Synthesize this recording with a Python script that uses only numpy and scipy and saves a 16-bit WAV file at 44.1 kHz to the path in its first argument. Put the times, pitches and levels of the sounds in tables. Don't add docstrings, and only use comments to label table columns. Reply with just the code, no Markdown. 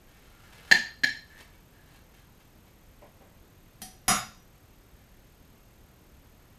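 import sys
import numpy as np
from scipy import signal
from scipy.fft import rfft, irfft, next_fast_len
from scipy.io import wavfile
from scipy.ndimage import uniform_filter1d, map_coordinates

SR = 44100
rng = np.random.default_rng(int(sys.argv[2]) if len(sys.argv) > 2 else 0)


def unload_audio(sound):
    columns = np.transpose(np.atleast_2d(sound))
    steps = np.round(np.clip(columns, -1, 1) * 32767)
    wavfile.write(sys.argv[1], SR, steps.astype(np.int16))


N = 290468
AGE_S = np.arange(3 * SR // 4) / SR

# (frequency [Hz], struck mid-plate [dB], struck near rim [dB], t60 [s])
PLATE_MODES = [(1690, -5, 0, .06), (1745, 0, -4, .07), (1828, -2, -2, .07), (2078, -18, -13, .08),
               (2283, -16, -12, .08), (2700, -22, -21, .06), (3160, -20, -17, .08), (4010, -22, -14, .07),
               (4174, -10, -7, .12), (4540, -18, -23, .06), (4635, -13, -21, .1), (4840, -21, -22, .12),
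               (5440, -25, -16, .15), (6500, -21, -25, .06), (7130, -23, -24, .1), (8030, -29, -42, .13),
               (9090, -35, -42, .12), (9545, -42, -33, .15), (11320, -34, -46, .18), (12930, -34, -30, .1),
               (14400, -42, -43, .1)]
# (frequency [Hz], level [dB], t60 [s])
WORKTOP_MODES = [(120, -9, .2), (180, -8, .2), (209, 0, .25), (270, -10, .15), (702, -6, .15),
                 (750, 2, .25)]


def plate_clinks(chatter_s=.008, chatter_db=-1, choke_s=.015, choke_db=-17):
    # (time [s], ring [dB], crack [dB], knock [dB], place [0 middle, 1 rim])
    clinks = [(0.7129, -26.5, -38.5, -53, 0.16), (1.0350, -34, -46, -71, 1)]
    # (frequency [Hz], density [dB])
    crack_spectrum = [(50, -21.5), (110, -3.5), (210, 5.5), (330, -1), (400, -3), (480, -4), (900, 0.5),
                      (1080, -20), (1400, -14.5), (2200, 2), (4800, -5.5), (7000, -10.5), (7800, -19),
                      (11000, -20.5), (15000, -28)]
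    out = np.zeros(N)
    blows = [(0, 0), (chatter_s, chatter_db)]
    free = 1 / (1 + (AGE_S / choke_s) ** 20)
    damping = free + amp(choke_db) * (1 - free)
    for start_s, ring_db, crack_db, knock_db, place in clinks:
        modes = struck_at(PLATE_MODES, place)
        china = ring(modes, blows, damping, attack_s=.002, wet_db=-5.5, build_s=.0085)
        knock = ring(WORKTOP_MODES, blows, damping, attack_s=.0033, wet_db=-7.5, build_s=.004)
        crack = kitchen(contact_noise(crack_spectrum, blows, t60_s=.0352, attack_s=.00079), wet_db=-2)
        add(out, start_s, amp(ring_db) * china + amp(knock_db) * knock + amp(crack_db) * crack)
    return out


def knife_drop():
    # (time [s], ring [dB], tick [dB], knock [dB], clack [dB], lie [0 tip, 1 flat])
    landings = [(3.8176, -57.5, -56, -60, -88, 0.07), (4.0805, -35.5, -40, -40.5, -36, 0.97)]
    # (delay [s], blade [dB], handle [dB])
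    bounces = [(0, 4, 0.5), (.0045, 2, -7), (0.011, -15, -9.5), (0.0202, -5, 0.5), (.031, -23, -2)]
    # (frequency [Hz], on tip [dB], lying flat [dB], t60 [s])
    knife_modes = [(1032, -25, -7, .2), (1131, -25, -6, .2), (1235, -18, -6, .2), (1341, -25, -1, .22),
                   (1857, -8, -10, .2), (2043, -12, -7, .15), (3171, -8, -9, .25), (3736, -14, -6, .28),
                   (4425, -4, -25, .17), (5053, -6, -1, .24), (5843, -5, 0, .24), (5885, 0, -6, .17),
                   (6240, -13, -9, .26), (6715, -19, 0, .27), (6960, -18, -3, .26), (8419, -3, -5, .22),
                   (9669, -6, -4, .18), (10073, -8, -4, .18), (11020, -3, 0, .19), (12580, -10, -6, .16),
                   (13750, -24, -20, .2), (14200, -16, -14, .18), (14940, -24, -14, .17)]
    # (frequency [Hz], density [dB])
    tick_spectrum = [(200, 5), (1200, -8.5), (2000, -1.5), (6800, -3.5), (7700, -10), (9800, 0.5),
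                     (11200, 4.5), (11700, -3), (12600, 1), (13300, -15), (15000, -15)]
    # (frequency [Hz], density [dB])
    clack_spectrum = [(30, -40), (70, -10), (130, 5.5), (330, -8.5), (450, -7), (750, 0.5), (950, -3),
                      (1200, 6.5), (1550, -1), (2100, -1), (2800, -7), (4000, -11), (7000, -10.5),
                      (14000, -34)]
    out = np.zeros(N)
    for start_s, ring_db, tick_db, knock_db, clack_db, lie in landings:
        contacts = np.array(bounces if lie > .5 else bounces[:1])
        blade, handle = contacts[:, [0, 1]], contacts[:, [0, 2]]
        modes = struck_at(knife_modes, lie)
        steel = ring(modes, blade, damping=1, attack_s=.0018, wet_db=-4.5, build_s=.0046)
        knock = ring(WORKTOP_MODES, handle, damping=1, attack_s=.0022, wet_db=-6.5, build_s=.0025)
        tick = kitchen(contact_noise(tick_spectrum, blade, t60_s=.045, attack_s=.00022), wet_db=-.5)
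        clack = kitchen(contact_noise(clack_spectrum, handle, t60_s=.042, attack_s=.00033), wet_db=6)
        add(out, start_s, amp(ring_db) * steel + amp(tick_db) * tick)
        add(out, start_s, amp(knock_db) * knock + amp(clack_db) * clack)
    return out


def cutting(grains_per_s=1200, spread_db=4, china_db=-6, centre_hz=2650, width_oct=.27):
    # (start [s], length [s], level at full pressure [dB])
    strokes = [(0.071, 0.68, -48.5), (1.28, 0.13, -48.5), (1.679, 0.286, -56.5), (2.108, 0.09, -59.5)]
    # (time [s], level [dB])
    snaps = [(0.430, -53.5), (0.524, -47.5), (1.378, -48), (1.535, -56.5), (1.872, -57), (2.138, -54),
             (2.398, -56), (2.664, -57.5), (4.99, -61.5)]
    # (frequency [Hz], density [dB])
    crust_spectrum = [(120, 0), (450, -0.5), (780, 0.5), (1300, -2.5), (2800, -1.5), (5000, -9),
                      (10000, -13.5), (15000, -19)]
    out = np.zeros(N)
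    plate_response = np.zeros(len(AGE_S))
    for hz, _, rim_db, _ in PLATE_MODES:
        coupling = 1 / (1 + (np.log2(hz / centre_hz) / width_oct) ** 2)
        plate_response += amp(rim_db) * coupling * np.sin(2 * np.pi * hz * AGE_S)
    plate_response *= fade(t60_s=.07014, attack_s=.0012)
    efforts = [(start_s, amp(db) * pressure(length_s)) for start_s, length_s, db in strokes]
    efforts += [(start_s, amp(db) * fade(t60_s=.13, attack_s=.002)) for start_s, db in snaps]
    for start_s, effort in efforts:
        breaks = rng.random(len(AGE_S)) < grains_per_s / SR
        grains = breaks * np.sign(noise()) * amp(spread_db * noise()) * effort
        china = unit(signal.fftconvolve(grains, plate_response)[:len(AGE_S)])
        crunch = coloured(grains, crust_spectrum) + amp(china_db) * china
        effort_rms = np.sqrt(np.mean(effort ** 2))
        add(out, start_s, effort_rms * kitchen(crunch, wet_db=-1))
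    return out


def pressure(length_s, rise_db=15, curve=3.12, release_s=.012):
    progress = np.minimum(AGE_S / length_s, 1)
    release = np.exp(-np.maximum(AGE_S - length_s, 0) / release_s)
    return amp(rise_db * (progress ** curve - 1)) * release


def glaze_rubs(width_hz=110):
    # (start [s], level before length scaling [dB], length [s], pitch [Hz])
    rubs = [(0.198, -66, 0.83, 1350), (1.288, -56.5, 0.14, 1760), (1.729, -67, 0.12, 1700)]
    out = np.zeros(N)
    for start_s, db, length_s, pitch_hz in rubs:
        tone = filtered(noise(), lambda hz: 1 / (1 + ((hz - pitch_hz) / width_hz) ** 2))
        push = np.sin(np.pi * np.minimum(AGE_S / length_s, 1)).clip(0) ** .5
        add(out, start_s, amp(db) * np.sqrt(length_s) * kitchen(tone * push, wet_db=-2))
    return out


def footfalls():
    # (time [s], level [dB])
    steps = [(3.015, -63.5), (3.205, -68.5)]
    # (frequency [Hz], density [dB])
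    sole_spectrum = [(60, -3.5), (200, -2), (550, 9.5), (900, 4), (1200, -10), (2000, -7.5), (5000, -28),
                     (12000, -42)]
    out = np.zeros(N)
    for start_s, db in steps:
        bump = coloured(noise() * fade(t60_s=.12, attack_s=.014), sole_spectrum)
        add(out, start_s, amp(db) * kitchen(bump, wet_db=-1.5))
    return out


def hiss(level_db=-56):
    # (frequency [Hz], density [dB])
    hiss_spectrum = [(10, -20), (20, -0.5), (37, -0.5), (96, -3.5), (200, -9), (420, -15.5), (1000, -21.5),
                     (2300, -25.5), (5800, -32.5), (8000, -32.5), (11500, -37.5), (13300, -34.5),
                     (15000, -41)]
    return amp(level_db) * coloured(rng.standard_normal(N), hiss_spectrum)


def whine(pitch_hz=6445, bursts_per_s=39, duty=.44, wander_hz=18):
    wander = map_coordinates(rng.standard_normal(N // 512 + 4), [np.arange(N) / 512])
    phase = 2 * np.pi * np.cumsum(pitch_hz + wander_hz * wander) / SR
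    time_s = np.arange(N) / SR
    busy = (time_s * bursts_per_s + .5) % 1 < duty
    gate = uniform_filter1d(busy.astype(float), size=40)
    return gate * (amp(-74) * np.sin(phase) + amp(-66.5) * np.sin(2 * phase))


def kitchen(x, wet_db, tail=None):
    echo = signal.fftconvolve(x, wall_tail() if tail is None else tail)[:len(x)]
    return unit(unit(x) + amp(wet_db) * unit(echo))


def wall_tail(build_s=.004):
    # (frequency [Hz], t60 [s])
    reverb_times = [(100, 0.42), (400, 0.23), (1100, 0.4), (1800, 0.34), (5000, 0.43), (9000, .31),
                    (15000, .24)]
    hz, time_s, bands = signal.stft(noise(), SR, nperseg=256)
    decay = amp(-60 * time_s / along(reverb_times, hz)[:, None])
    tail = signal.istft(bands * decay, SR, nperseg=256)[1][:len(AGE_S)]
    return tail * (1 - np.exp(-AGE_S / build_s))


def ring(modes, blows, damping, attack_s, wet_db, build_s):
    tail = wall_tail(build_s)
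    out = np.zeros(len(AGE_S))
    for hz, db, t60_s in modes:
        tone = np.sin(2 * np.pi * (hz * AGE_S + rng.random()))
        envelope = blow_envelope(blows, t60_s, attack_s) * damping
        out += amp(db) * kitchen(tone * envelope, wet_db, tail)
    return unit(out)


def struck_at(modes, place):
    return [(hz, np.interp(place, [0, 1], [db_0, db_1]), t60_s) for hz, db_0, db_1, t60_s in modes]


def contact_noise(spectrum, blows, t60_s, attack_s):
    return coloured(noise() * blow_envelope(blows, t60_s, attack_s), spectrum)


def blow_envelope(blows, t60_s, attack_s):
    energy = np.zeros(len(AGE_S))
    for delay_s, db in blows:
        add(energy, delay_s, (amp(db) * fade(t60_s, attack_s)) ** 2)
    return np.sqrt(energy)


def fade(t60_s, attack_s):
    return amp(-60 * AGE_S / t60_s) * (1 - np.exp(-AGE_S / attack_s))


def coloured(x, spectrum):
    size = 2 * next_fast_len(len(x) // 2 + 4096)
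    gain = amp(along(spectrum, np.fft.rfftfreq(size, 1 / SR)))
    cepstrum = irfft(np.log(gain), size)
    cepstrum[1:size // 2] *= 2
    cepstrum[size // 2 + 1:] = 0
    response = np.exp(rfft(cepstrum))
    return unit(irfft(rfft(x, size) * response, size)[:len(x)])


def filtered(x, gain):
    size = next_fast_len(len(x) + SR // 4)
    return irfft(rfft(x, size) * gain(np.fft.rfftfreq(size, 1 / SR)), size)[:len(x)]


def along(points, hz):
    points_hz, values = np.transpose(points)
    return np.interp(np.log(hz + 1), np.log(points_hz + 1), values)


def noise():
    return rng.standard_normal(len(AGE_S))


def add(track, start_s, sound):
    part = track[round(start_s * SR):][:len(sound)]
    part += sound[:len(part)]


def amp(db):
    return 10 ** (np.asarray(db) / 20)


def unit(x):
    return x / np.sqrt(np.mean(x ** 2) + 1e-20)


def scene():
    return (plate_clinks() + knife_drop() + cutting() + glaze_rubs() + footfalls() + hiss() + whine())[None]


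def record(dry):
    ceiling, cutoff_hz = .85, 15200
    rounded = dry[0] / (1 + (dry[0] / ceiling) ** 4) ** .25
    return filtered(rounded, lambda hz: 1 / np.sqrt(1 + (hz / cutoff_hz) ** 160))[None]


dry = scene()
out = record(dry)
unload_audio(out)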